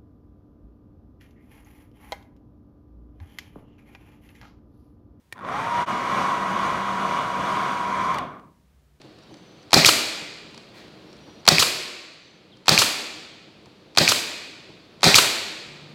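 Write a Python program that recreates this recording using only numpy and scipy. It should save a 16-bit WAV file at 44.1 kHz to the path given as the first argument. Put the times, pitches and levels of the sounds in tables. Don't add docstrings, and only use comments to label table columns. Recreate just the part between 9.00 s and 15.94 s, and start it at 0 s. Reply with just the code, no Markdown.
import sys
import numpy as np
from scipy import signal
from scipy.fft import rfft, irfft
from scipy.io import wavfile

SR = 44100
rng = np.random.default_rng(int(sys.argv[2]) if len(sys.argv) > 2 else 0)


def to_wav(s):
    ch = np.atleast_2d(s).T
    pcm = np.round(np.clip(ch, -1, 1) * 32767)
    wavfile.write(sys.argv[1], SR, pcm.astype(np.int16))


N = 306054
TIME = np.arange(N) / SR
SHORT = TIME[:2 ** 14]

# f/Hz, level/dB per Hz
FLOOR_SPECTRUM = [(15, -48), (25, -23.5), (157, -2), (222, -2.5), (276, -7), (325, -3.5), (513, -7.5),
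                  (955, -16.5), (1090, -16), (2030, -21.5), (2200, -20), (4500, -18.5), (5400, -29),
                  (8270, -39), (15800, -49)]
# t/s, level/dB
FLOOR_LEVEL = [(0, -50.5), (2.4, -48), (3.0, -57.5), (3.6, -53.5), (5.9, -51), (6.94, -48)]
# t/s, length/s, f/Hz, level/dB
LEAKS = [(0.195, 0.12, 5600, -72), (0.286, 0.37, 6080, -67), (2.04, 0.14, 5530, -65.5),
         (2.19, 0.24, 5750, -64.5), (3.2, 0.2, 6100, -69)]
# f/Hz, level/dB per Hz
FAR_PUFF_SPECTRUM = [(100, -7.5), (400, 7), (1000, 10), (2000, 3), (4500, 6), (6000, -4), (9000, -18),
                     (16000, -23.5)]
# t/s, level/dB
SHIFT_TICKS = [(0.015, -70.5), (0.34, -70.5), (1.544, -67.5), (1.576, -63.5), (2.128, -73), (4.657, -73.5)]
# lead/s, level/dB re blade snap
LEAD_TICKS = [(0.0245, -32), (0.013, -27.5)]
# t/s, level/dB
BUMPS = [(0.042, -63.5), (0.303, -62), (1.207, -60), (2.27, -65.5), (4.656, -66), (5.684, -63)]
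# t/s, blade snap level/dB, recoil force and air charge/dB
SHOTS = [(0.7310, -30, 0), (2.4770, -26.5, -4), (3.6817, -31, -3.5), (4.9737, -33, -5), (6.0315, -35, 0.88)]
TRIGGER_HELD_S = [0.1155, 0.106, 0.0945, 0.103, 0.111]
# f/Hz, width/Hz, level/dB
TICK_MODES = [(900, 180, 2.5), (2400, 560, -2.5), (3200, 130, 1), (4300, 930, 0.5), (5530, 1800, -4.5),
              (7300, 1100, -8), (10100, 3000, -25.5)]
# f/Hz, width/Hz, level/dB
SLAT_MODES = [(150, 70, -2.5), (215, 60, -7), (306, 47, -0.5), (969, 220, -16)]
# f/Hz, width/Hz, level/dB
VALVE_MODES = [(800, 220, -26), (1800, 500, -14), (2410, 320, 5.5), (3500, 340, -14), (4460, 590, -2.5),
               (6460, 1800, -15.5)]
# f/Hz, width/Hz, level/dB
PISTON_HOME_MODES = [(435, 280, -3.5), (700, 180, -17), (912, 92, -3), (1300, 310, 2.5), (2400, 1500, -8.5),
                     (2896, 500, 2), (4400, 800, -3), (6610, 6100, -13)]
# f/Hz, width/Hz, level/dB
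BLADE_MODES = [(180, 89, -2.5), (736, 390, 5.5), (1354, 330, 4), (1670, 270, 0), (2455, 300, 4.5),
               (3270, 650, 3), (4220, 400, 7), (5230, 300, -0.5), (6100, 1600, -7), (11900, 6000, -26)]
# f/Hz, width/Hz, level/dB
BUMPER_MODES = [(139.6, 150, -8.5), (420, 130, -6.5), (1280, 570, -5.5), (2300, 700, -20),
                (3740, 1400, -6.5), (4667, 360, 4.5), (5320, 770, -2.5), (7200, 3700, -13.5),
                (12500, 6000, -23.5)]
# f/Hz, width/Hz, level/dB
FRAME_MODES = [(59.9, 38, -18), (112, 32, -10.5), (161, 21, 0.5), (178, 47, -9.5), (207.4, 33, -6),
               (245.8, 52, -13), (315, 20, -11), (399.7, 17, -8), (537, 34, -8.5), (760, 170, -16)]
# f/Hz, level/dB per Hz
AIR_JET_SPECTRUM = [(60, -23), (110, 1.5), (200, -19.5), (700, -20.5), (1300, -3.5), (1800, -19),
                    (2500, -11), (3300, -2), (4400, 2.5), (5600, -2.5), (7500, -5), (9000, -12.5),
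                    (12500, -15), (16000, -24)]
# f/Hz, t60/s
ROOM_T60 = [(60, 1.2), (160, 0.48), (320, 1.58), (800, 1.11), (2400, 1.407), (4400, 1.323), (7000, 0.8),
            (10000, 0.72), (15000, 0.56)]
# f/Hz, level/dB
ROOM_COLOUR = [(50, -1.5), (170, 0.5), (300, 6), (440, -0.5), (620, 1), (800, -3.5), (1300, -5), (1900, 5),
               (2450, 3), (3000, -1), (4500, -1), (5600, -2.5), (8000, 4.5), (14000, 5)]

LEAK_WAVER_RMS_HZ, LEAK_FLICKER_RMS_DB, LEAK_FADE_S = 99.5, 3.5, 0.03
FAINT_TICKS_PER_S, FAINT_TICK_DB = 2.5, -78
BUMPER_OVER_SNAP_DB = 2.7
FRAME_DB, VALVE_DB, EXHAUST_DB, KNOCK_DB = -31.5, -29.2, -27, -30.5
ROOM_FEED_DB = -22
ROOM_FOLLOWS = 0.79
BUMPER_DELAY_S = 0.0074
PISTON_RETURN_S = 0.039
CUTOFF_HZ = 15900


def from_db(db):
    return 10 ** (np.asarray(db) / 20)


def unit(x):
    return x / np.sqrt(np.sum(x ** 2) / SR + 1e-20)


def at_hz(points, hz):
    f, value = np.transpose(points)
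    return np.interp(np.log(hz + 1), np.log(f), value)


def add(track, s, sound):
    start = max(int(round(s * SR)), 0)
    track[start:start + len(sound)] += sound[:N - start]


def coloured(x, spectrum):
    hz = np.fft.rfftfreq(len(x), 1 / SR)
    return irfft(rfft(x) * from_db(at_hz(spectrum, hz)), len(x))


def noise(spectrum, size):
    x = coloured(rng.standard_normal(size), spectrum)
    return x / x.std()


def swell(rise, hold, fade):
    decay = np.exp(-np.clip((SHORT - hold) / fade, 0, 40))
    return np.minimum(SHORT / rise, 1) * decay


def chatter(envelope):
    force = rng.standard_normal(len(SHORT)) * envelope
    for _ in range(4):
        spectrum = rfft(force)
        flat = irfft(spectrum / (np.abs(spectrum) + 1e-12))
        force = flat * np.sqrt(envelope)
    return force


def struck(modes, force):
    out = 0
    for k, (hz, width_hz, db) in enumerate(modes):
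        r = np.exp(-np.pi * width_hz / SR)
        poles = [1, -2 * r * np.cos(2 * np.pi * hz / SR), r * r]
        ringing = (1 - r * r) / 2 * signal.lfilter([1, 0, -1], poles, force)
        out = out + (-1) ** k * from_db(db) * ringing
    return unit(out)


def jet(spectrum, flow):
    return unit(coloured(chatter(flow), spectrum) * flow ** (1 / 8))


def background():
    air = from_db(np.interp(TIME, *np.transpose(FLOOR_LEVEL))) * noise(FLOOR_SPECTRUM, size=N)
    hum_spectrum = [(270, -60.5), (302, -5.5), (314, -3.5), (328, -12.5), (365, -65.0), (900, -120)]
    hum = from_db(-62) * noise(hum_spectrum, size=N)
    drone_hz = 146
    drone_gate = np.clip((TIME - 6.6) / 0.14, 0, 1)
    drone = from_db(-50) * drone_gate * np.sin(2 * np.pi * drone_hz * TIME)
    return air + hum + drone


def far_puff():
    out = np.zeros(N)
    puff = jet(FAR_PUFF_SPECTRUM, swell(rise=.002, hold=.01, fade=0.035))
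    add(out, 1.733, from_db(-56.0) * puff)
    return out


def leak():
    out = np.zeros(N)
    waver_hz = LEAK_WAVER_RMS_HZ * noise([(10, -6), (200, -6), (2000, -45)], size=N)
    flicker_db = LEAK_FLICKER_RMS_DB * noise([(10, -2), (40, -2), (300, -60)], size=N)
    for s, length_s, pitch_hz, db in LEAKS:
        gate = np.clip(np.minimum(TIME - s, s + length_s - TIME) / LEAK_FADE_S, 0, 1)
        whistle = np.sin(2 * np.pi * np.cumsum(pitch_hz + waver_hz) / SR)
        out += from_db(db + flicker_db) * gate * whistle
    return out


def tick_times():
    leading = [(s - lead_s, snap_db + db) for s, snap_db, _ in SHOTS for lead_s, db in LEAD_TICKS]
    faint = [(s, FAINT_TICK_DB) for s in TIME[rng.random(N) < FAINT_TICKS_PER_S / SR]]
    return leading + SHIFT_TICKS + faint


def tool_tick():
    return struck(TICK_MODES, chatter(swell(rise=0.00044, hold=0.0027, fade=0.0043)))


def slat_bump():
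    return struck(SLAT_MODES, chatter(swell(rise=0.0037, hold=0.016, fade=0.016)))


def nose_squeak():
    jitter_hz = 120 * noise([(50, -4.5), (300, 2.0), (2000, -52)], size=len(SHORT))
    falling_hz = 2900 + 1400 * np.exp(-SHORT / 0.016) + jitter_hz
    tone = np.sin(2 * np.pi * np.cumsum(falling_hz) / SR)
    return tone * swell(rise=0.0089, hold=0.03, fade=0.00514)


def handling():
    out = np.zeros(N)
    for s, db in tick_times():
        add(out, s, from_db(db) * tool_tick())
    for s, db in BUMPS:
        add(out, s, from_db(db) * slat_bump())
    add(out, 3.513, from_db(-52.0) * nose_squeak())
    return out


def valve_clack():
    soft_seat = signal.butter(2, 7000, fs=SR, output="sos")
    force = chatter(swell(rise=0.00026, hold=0.0021, fade=.0005))
    return struck(VALVE_MODES, signal.sosfilt(soft_seat, force))


def blow_off():
    spurt = .5 * swell(rise=0.0032, hold=.014, fade=0.0023)
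    steady = swell(rise=0.008, hold=PISTON_RETURN_S - .004, fade=0.0098)
    return jet(AIR_JET_SPECTRUM, steady + spurt)


def piston_knock():
    return struck(PISTON_HOME_MODES, chatter(swell(rise=.002, hold=0.0066, fade=0.0075)))


def releases():
    direct, feed = np.zeros(N), np.zeros(N)
    for (fired_s, _, force_db), held_s in zip(SHOTS, TRIGGER_HELD_S):
        s = fired_s + held_s
        # delay/s, sound, level/dB, room share/dB
        parts = [(0, valve_clack(), VALVE_DB, -7.5),
                 (.005, blow_off(), EXHAUST_DB, -1.8),
                 (PISTON_RETURN_S, piston_knock(), KNOCK_DB, -2.7)]
        for delay_s, sound, db, share_db in parts:
            add(direct, s + delay_s, from_db(force_db + db) * sound)
            add(feed, s + delay_s, from_db(force_db + db + share_db) * sound)
    return direct, feed


def inrush():
    return jet(AIR_JET_SPECTRUM, swell(rise=.006, hold=.006, fade=.001) ** 3)


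def blade_snap():
    crack = swell(rise=.0001, hold=0.00074, fade=0.00036)
    push = swell(rise=0.00029, hold=0.0032, fade=0.0031)
    return struck(BLADE_MODES, chatter(crack + push))


def bumper_hit():
    return struck(BUMPER_MODES, chatter(swell(rise=0.0026, hold=.0036, fade=0.0048)))


def frame_thump():
    return struck(FRAME_MODES, chatter(swell(rise=.005, hold=.022, fade=.008)))


def shots():
    direct, feed = np.zeros(N), np.zeros(N)
    for s, blade_db, force_db in SHOTS:
        frame_db = FRAME_DB + force_db
        room_db = ROOM_FEED_DB + ROOM_FOLLOWS * force_db
        add(direct, s - .006, from_db(-53) * inrush())
        # delay/s, sound, level/dB, room share/dB
        parts = [(0, blade_snap(), blade_db, -2.8),
                 (BUMPER_DELAY_S, bumper_hit(), blade_db + BUMPER_OVER_SNAP_DB, -3.5)]
        for delay_s, sound, db, share_db in parts:
            add(direct, s + delay_s, from_db(db) * sound)
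            add(feed, s + delay_s, from_db(room_db + share_db) * sound)
        frame = frame_thump()
        add(direct, s + .022, from_db(frame_db) * frame)
        add(feed, s + 0.0065, from_db(frame_db - 10.0) * frame)
    return direct, feed


def room_response():
    t = TIME[:2 ** 16]
    hz = np.fft.rfftfreq(len(t), 1 / SR)
    separate_db = 5.8 * np.exp(-t / .2)
    echo_gain = from_db(separate_db * rng.standard_normal(len(t)))
    echoes = rfft(rng.standard_normal(len(t)) * echo_gain)
    echoes = echoes * from_db(at_hz(ROOM_COLOUR, hz))
    centres_hz = np.geomspace(50, 16000, 12)
    tail = 0
    for centre_hz, pick in zip(centres_hz, np.eye(len(centres_hz))):
        band = irfft(echoes * at_hz(np.c_[centres_hz, pick], hz))
        tail = tail + band * from_db(-60 * t / at_hz(ROOM_T60, centre_hz))
    walls = np.clip((t - .023) / 0.018, 0, 1)
    near = np.clip(t / .002, 0, 1)
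    wall_burst = 0.51 * walls * np.exp(-np.abs(t - .032) / 0.018)
    build_up = near * (0.67 + 0.35 * walls) + wall_burst
    return unit(tail * build_up) / np.sqrt(SR)


def workshop(x):
    out = np.zeros(N)
    edges = [0] + [int((shot[0] - .1) * SR) for shot in SHOTS[1:]] + [N]
    for start, end in zip(edges, edges[1:]):
        add(out, start / SR, signal.fftconvolve(x[start:end], room_response()))
    return out


def scene():
    shot, shot_feed = shots()
    release, release_feed = releases()
    small = handling()
    feed = shot_feed + release_feed + from_db(-5.5) * small + far_puff()
    echo = from_db(-0.5) * workshop(feed)
    return (shot + release + small + echo + leak() + background())[None]


def record(dry):
    clipped = dry / (1 + dry ** 8) ** (1 / 8)
    low_pass = signal.ellip(10, .1, 70, CUTOFF_HZ, fs=SR, output="sos")
    return signal.sosfilt(low_pass, clipped)


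dry = scene()
out = record(dry)
to_wav(out)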